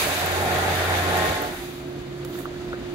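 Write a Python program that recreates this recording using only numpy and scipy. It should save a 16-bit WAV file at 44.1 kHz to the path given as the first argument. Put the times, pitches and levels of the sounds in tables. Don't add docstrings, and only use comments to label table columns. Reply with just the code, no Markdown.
import sys
import numpy as np
from scipy import signal
from scipy.fft import rfft, irfft
from scipy.io import wavfile
from scipy.ndimage import uniform_filter1d

SR = 44100
rng = np.random.default_rng(int(sys.argv[2]) if len(sys.argv) > 2 else 0)


def how_loud(loudness_db):
    steps = np.asarray(loudness_db, float) / 20
    return 10 ** steps


def dump(signal):
    limited = np.clip(np.atleast_2d(signal).T, -1, 1)
    pcm = np.round(limited * 32767).astype(np.int16)
    wavfile.write(sys.argv[1], SR, pcm)


N = 129654

TURN_HZ, FLUTES = 29.72, 3
FLUTE_HZ = TURN_HZ * FLUTES
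# time_s, roar_db, flute_thump_db
CUTTING_LOAD = [(0, -32, -54), (.1, -31, -40), (.3, -31.5, -36), (.63, -29.5, -32), (.95, -28.5, -32.5),
                (1.2, -28.5, -33.5), (1.3, -29, -37), (1.42, -33.5, -49), (1.52, -39, -53),
                (1.62, -45, -50), (1.8, -61, -70), (2.94, -77, -69)]
# pitch_hz, density_db_per_hz
ROAR_LOW = [(25, -17), (60, -8), (110, -7), (227, -7.5), (378, -8.5), (507, -3.5), (769, 0.5), (1000, -10)]
ROAR_HIGH = [(590, -113), (1000, -3), (1710, 2), (2810, -8), (3500, -8), (7700, -20), (8550, -18.5),
             (13100, -26), (16000, -29)]
ROAR_HIGH_DB, FLUTE_DEPTH = -0.5, 0.028
# multiple_of_turn, level_db
GEAR_TONES = [(6, -15.5), (10, -14), (12, -14.5), (13, -10), (15, -11.5), (16, -16.5), (18, -15.5),
              (21, -10), (24, -8.5), (26, -11.5), (29, -7.5), (36, -10), (48, -13.5), (63, -12.5),
              (106, -34)]
GEAR_WOBBLE_DB, GEAR_WOBBLE_HZ = 2.5, 9
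# time_s, housing_resonance_db, gear_tones_db
BITE = [(0, -18, -2.5), (.15, -9, -4.5), (.35, -2, 0), (.5, -3.5, 1), (.65, -2, 1), (.78, -14, -2.5),
        (.93, -3.5, -1), (1.05, -8, -2.5), (1.22, -4, 4.5), (1.32, -14, 0.5), (1.45, -31, 3),
        (1.6, -5, -14), (2.94, -12, -13)]
HOUSING_HZ, HOUSING_T60_S = 755, 0.023
# start_s, peak_db
LOUD_CHIRPS = [(0.114, -34), (0.1672, -38), (0.1946, -34), (0.26, -27), (0.3158, -31), (0.4176, -39),
               (0.4505, -31), (0.5094, -33), (0.5648, -36), (0.5867, -27), (0.6182, -38), (0.6531, -37),
               (0.7199, -36), (0.7543, -34), (0.8012, -38), (0.8348, -32), (0.8551, -34), (0.8895, -33),
               (0.9225, -34), (0.9544, -40), (0.9684, -34), (0.9878, -39), (1.015, -39), (1.0237, -35),
               (1.0357, -37), (1.0557, -39), (1.0691, -41), (1.1011, -36), (1.1559, -34), (1.1704, -24.5),
               (1.2243, -38), (1.2377, -31), (1.2592, -30), (1.2941, -35), (1.35, -37), (1.3969, -36),
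               (1.4188, -28), (1.4582, -39)]
EDGE_DB = [1.5, -.5, -1.5]
CHIRP_HZ, CHIRP_T60_S, CHIRP_DB, CHIRP_SPREAD_DB = 13350, 0.0066, -8.5, 2
WHINE_DB, CHIRPS_END_S = -60, 1.47

# pitch_hz, density_db_per_hz
SHUDDER = [(30, -4), (55, -2), (120, -6), (220, -12), (300, -3), (400, -34)]
SHUDDER_S, SHUDDER_RISE_S, SHUDDER_T60_S, SHUDDER_DB = 1.303, 0.099, 0.99, -31.5

# start_s, peak_db, pitch_hz, left_right_db, thud_db
KNOCKS = [
    (2.249, -34, 1300, -2, 0),
    (2.354, -33, 1440, -7, -4),
    (2.388, -34, 1800, -10, -8),
    (2.406, -34, 1300, -5, -6),
    (2.4555, -21.5, 1290, -5, -24),
    (2.562, -36, 1700, -1.5, -4),
    (2.7307, -23, 1420, 4, -18),
    (2.737, -33, 1500, 4, 7),
    (2.745, -38, 1700, 4, -6),
]
KNOCK_T60_S, THUD_HZ, RATTLE_DB, RATTLE_S = .0055, 540, -37, .012

# time_s, level_db
AIR_FLOW = [(0, -24), (.04, -26.5), (.09, -29), (.17, -33), (.3, -34), (.7, -38), (1.22, -43.5),
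            (1.262, -32.5), (1.3, -38.5), (1.45, -51), (1.6, -44.5), (1.7, -48.5), (1.8, -52.5),
            (1.95, -61), (2.925, -74), (2.94, -57)]
# pitch_hz, density_db_per_hz
JET = [(900, -14), (1500, -19.5), (2430, -9), (3010, -17), (3800, -14), (5000, -18), (7170, -22),
       (13000, -24), (16000, -26)]
# time_s, level_db
PUFF = [(0, -37), (.05, -38), (.12, -44), (.25, -61), (.5, -68), (1.3, -60), (1.45, -45.5), (1.65, -52),
        (1.78, -62), (1.9, -75), (2.24, -90), (2.252, -55), (2.3, -49), (2.38, -46.5), (2.41, -48),
        (2.44, -52), (2.52, -90), (2.94, -92)]
# pitch_hz, density_db_per_hz
PUFF_AIR = [(1760, -19), (3000, -3), (4080, -7), (4600, -7), (9400, -11.5), (12700, -6.5), (16000, -3)]
# start_s, peak_db, t60_s
TICKS = [
    (1.929, -50, 0.02),
    (2.2485, -33, 0.016),
    (2.3885, -44, 0.02),
]

# time_s, level_db
IDLE = [(0, -42), (1.4, -40.5), (1.6, -41.5), (1.67, -39), (1.81, -39), (1.93, -36.5), (2.03, -41),
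        (2.15, -38.5), (2.29, -37.5), (2.4, -31.5), (2.42, -53), (2.45, -35.5), (2.74, -34.5), (2.83, -38),
        (2.94, -33)]
IDLE_HZ = 355
# pitch_hz, level_db, wander_hz, left_right_db
HUMS = [(279.5, -50, 8, 0), (646, -58, 6, 0), (721, -57, 6, 0)]
# time_s, level_db
FAN_LOAD = [(0, -4), (.5, 8), (1.3, -5), (1.6, -9.5), (1.7, -1), (2.05, -1.5), (2.22, 6), (2.35, -3),
            (2.7, -1), (2.94, -1.5)]
FAN_HZ, FAN_DB = 140.1, -44.5
# pitch_hz, density_db_per_hz
SHOP_LOW = [(15, -48), (25, -5.5), (135, -9.5), (214, -9), (267, -6), (308, -7.5), (354, -5), (430, -15.5),
            (700, -16), (910, -64), (1540, -120)]
SHOP_HIGH = [(410, -18), (700, -20.5), (757, -6.5), (1500, -6.5), (2840, -12.5), (4260, -14.5), (9350, -30),
             (14800, -33.5), (16000, -26)]
SHOP_LOW_DB, SHOP_HIGH_DB = -38, -46.5
# time_s, level_db
SWELL = [(0, -8), (1.9, -0.5), (2.15, -1), (2.35, 1.5), (2.94, 1)]

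# pitch_hz, likeness_0_to_1
LIKENESS = [(30, .86), (80, .98), (300, .93), (700, .8), (1650, .05), (15000, .05)]
# pitch_hz, left_right_db
TILT = [(60, 1.5), (130, 0), (290, -2), (640, -4.5), (1410, 1), (3100, 4.5), (6820, -11), (15000, -9.5)]
# pitch_hz, half_width_hz, left_db, right_db
CHANNEL_DIPS = [(3650, 250, 3, 2), (5500, 450, -3, -4), (8100, 850, -30, -1), (8750, 400, -20, -5),
                (9850, 200, 2, 3), (14200, 350, -10, -4), (15200, 750, -11, -1)]
LEFT_LAG_S, RUMBLE_CUT_HZ, TOP_HZ = .00017, 38, 15760
MASK_DB, MASK_FROM_HZ = -11, 4500
SPEED_WANDER = .0009


def rms_one(x):
    return x / np.sqrt(np.mean(x ** 2) + 1e-20)


def in_time(rows):
    s, *columns = np.transpose(rows)
    return [np.interp(np.arange(N) / SR, s, c) for c in columns]


def at_hz(points, hz):
    table_hz, values = np.array(points).T
    return np.interp(np.log(hz), np.log(table_hz), values)


def drift(rate_hz):
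    r = np.exp(-80 * np.pi * rate_hz / SR)
    slow = signal.lfilter([1], [1, -2 * r, r * r], rng.standard_normal(N // 40 + 2002))[2000:]
    return np.interp(np.arange(N) / 40, np.arange(len(slow)), rms_one(slow - slow.mean()))


def ring(clicks, hz, t60):
    r, w = how_loud(-60 / (t60 * SR)), 2 * np.pi * hz / SR
    return signal.lfilter([0, np.sin(w)], [1, -2 * r * np.cos(w), r * r], clicks + 1e-18)


def sides(db):
    return how_loud(np.array([[db / 2], [-db / 2]]))


def noise(spectrum, patchy_db):
    hz = np.maximum(np.fft.rfftfreq(N, 1 / SR), 1)
    low_hz, high_hz = spectrum[0][0], spectrum[-1][0]
    inside = (hz > low_hz) & (hz <= high_hz)
    alike = np.clip(at_hz(LIKENESS, hz), 0, 1)
    mid, side = rfft(rng.standard_normal((2, N)))
    pair = np.sqrt(1 + alike) * mid + np.sqrt(1 - alike) * side * [[1], [-1]]
    pair = pair * sides(at_hz(TILT, hz))[:, 0] * inside * how_loud(at_hz(spectrum, hz))
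    place = np.log(hz / low_hz) / np.log(high_hz / low_hz) * 4
    together = drift(4.5)
    out = np.zeros((2, N))
    for k in range(5):
        band = irfft(pair * np.clip(1 - abs(place - k), 0, 1), N)
        out += band * how_loud(patchy_db * (0.47 * together + drift(16.4)))
    return out / np.sqrt(np.mean(out.mean(0) ** 2))


def tone(hz, db, wobble_db, wobble_hz):
    phase = 2 * np.pi * (hz * np.arange(N) / SR + rng.random())
    phase = phase + (0.09 + SPEED_WANDER * hz) * drift(wobble_hz)
    apart = np.arccos(np.clip(at_hz(LIKENESS, hz), 0, 1)) * np.tanh(drift(2.27))
    level = np.sqrt(2) * how_loud(db + wobble_db * drift(wobble_hz))
    return level * np.sin(phase + apart * [[1], [-1]]) * sides(at_hz(TILT, hz))


def housing_and_gears():
    throb = 1 + FLUTE_DEPTH * np.cos(2 * np.pi * FLUTE_HZ * np.arange(N) / SR)
    roar = noise(ROAR_LOW, patchy_db=2.5) + how_loud(ROAR_HIGH_DB) * throb * noise(ROAR_HIGH, patchy_db=1.0)
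    resonance_db, tones_db = in_time(BITE)
    resonance = rms_one(ring(noise(ROAR_LOW, patchy_db=1.5), HOUSING_HZ, HOUSING_T60_S))
    gears = sum(tone(k * TURN_HZ, db, GEAR_WOBBLE_DB, GEAR_WOBBLE_HZ) for k, db in GEAR_TONES)
    return roar + how_loud(resonance_db) * resonance + how_loud(tones_db) * gears


def edge_chirps(roar_db, thump_db):
    count = int(N / SR * FLUTE_HZ) - 1
    turns = np.arange(count) + .5 + 0.15 * rng.standard_normal(count)
    at = (turns * SR / FLUTE_HZ).astype(int)
    bites = np.zeros(N)
    spread_db = CHIRP_SPREAD_DB * rng.standard_normal(count)
    bites[at] = how_loud(CHIRP_DB + thump_db[at] + np.resize(EDGE_DB, count) + spread_db)
    bites += how_loud(WHINE_DB + roar_db)
    bites[int(CHIRPS_END_S * SR):] = 0
    for s, db in LOUD_CHIRPS:
        bites[int(s * SR)] = how_loud(db + 0.3)
    scrape = signal.lfilter([1], [1, -.985], bites) * rng.standard_normal((2, N))
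    chirp = ring(ring(scrape, CHIRP_HZ, CHIRP_T60_S), CHIRP_HZ - 100, CHIRP_T60_S)
    return how_loud(-8) * chirp * sides(-7.0) / 20


def cutter():
    roar_db, thump_db = in_time(CUTTING_LOAD)
    thump = tone(FLUTE_HZ, thump_db, wobble_db=-1.5, wobble_hz=1.0)
    return how_loud(roar_db) * housing_and_gears() + thump + edge_chirps(roar_db, thump_db)


def shudder():
    t = np.arange(N) / SR - SHUDDER_S
    shape_db = np.where(t < 0, 20 * t / SHUDDER_RISE_S, -60 * t / SHUDDER_T60_S)
    return how_loud(SHUDDER_DB + shape_db) * noise(SHUDDER, patchy_db=6.5)


def clamps():
    out = np.zeros((2, N))
    fade = np.exp(-np.arange(1500) / (RATTLE_S * SR))
    for s, db, hz, pan_db, thud_db in KNOCKS:
        start = int(s * SR)
        click = np.zeros(N)
        click[start] = -how_loud(db)
        click[start + 150:start + 1650] = how_loud(db + RATTLE_DB) * rng.standard_normal(1500) * fade
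        note = ring(ring(click, hz, KNOCK_T60_S), hz, KNOCK_T60_S) / 6
        out += sides(pan_db) * (note + how_loud(thud_db) * ring(click, THUD_HZ, 0.02))
    return out


def valves():
    t = np.arange(N) / SR
    bursts = sum(how_loud(db - 60 * np.abs(t - s) / t60) * (t >= s) for s, db, t60 in TICKS)
    leak = how_loud(in_time(AIR_FLOW)[0]) * noise(JET, patchy_db=1.5)
    return leak + (how_loud(in_time(PUFF)[0]) + bursts) * noise(PUFF_AIR, patchy_db=3.0)


def shop():
    hums = sum(tone(hz, db, 0.88, wander_hz) * sides(pan_db) for hz, db, wander_hz, pan_db in HUMS)
    hums = hums + tone(FAN_HZ, FAN_DB + in_time(FAN_LOAD)[0], 2.3, 17.0)
    motor = tone(IDLE_HZ, in_time(IDLE)[0], .8, 8) * sides(-3)
    bed = how_loud(SHOP_LOW_DB) * noise(SHOP_LOW, patchy_db=1.3)
    bed = bed + how_loud(SHOP_HIGH_DB) * noise(SHOP_HIGH, patchy_db=0.94)
    return how_loud(in_time(SWELL)[0]) * (hums + bed) + motor


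def scene():
    return cutter() + shudder() + shop() + valves() + clamps()


def colour_channels(x):
    hz = np.fft.rfftfreq(N, 1 / SR)
    colour_db = np.zeros((2, len(hz)))
    for at, width, left_db, right_db in CHANNEL_DIPS:
        colour_db += np.outer([left_db, right_db], np.exp(-((hz - at) / width) ** 4))
    limits = (hz < TOP_HZ) / np.sqrt(1 + (RUMBLE_CUT_HZ / np.maximum(hz, 1)) ** 8)
    lag = np.exp(-2j * np.pi * np.outer([LEFT_LAG_S, 0], hz))
    return irfft(rfft(x) * how_loud(colour_db) * limits * lag, N)


def drop_masked(x):
    hz, _, cells = signal.stft(x, SR, nperseg=1024)
    power = uniform_filter1d(abs(cells) ** 2, size=5, axis=1)
    mask = uniform_filter1d(power.max(0), size=60, axis=0)
    mask = uniform_filter1d(mask, size=5, axis=1)
    keep = (power > mask * how_loud(2 * MASK_DB)) | (hz < MASK_FROM_HZ)[:, None]
    return signal.istft(cells * keep, SR, nperseg=1024)[1][:, :N]


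def band_limit(x):
    return signal.sosfilt(signal.butter(12, 16310, fs=SR, output="sos"), x)


def record(dry):
    mix = drop_masked(colour_channels(dry))
    return band_limit(mix)


dry = scene()
out = record(dry)
dump(out)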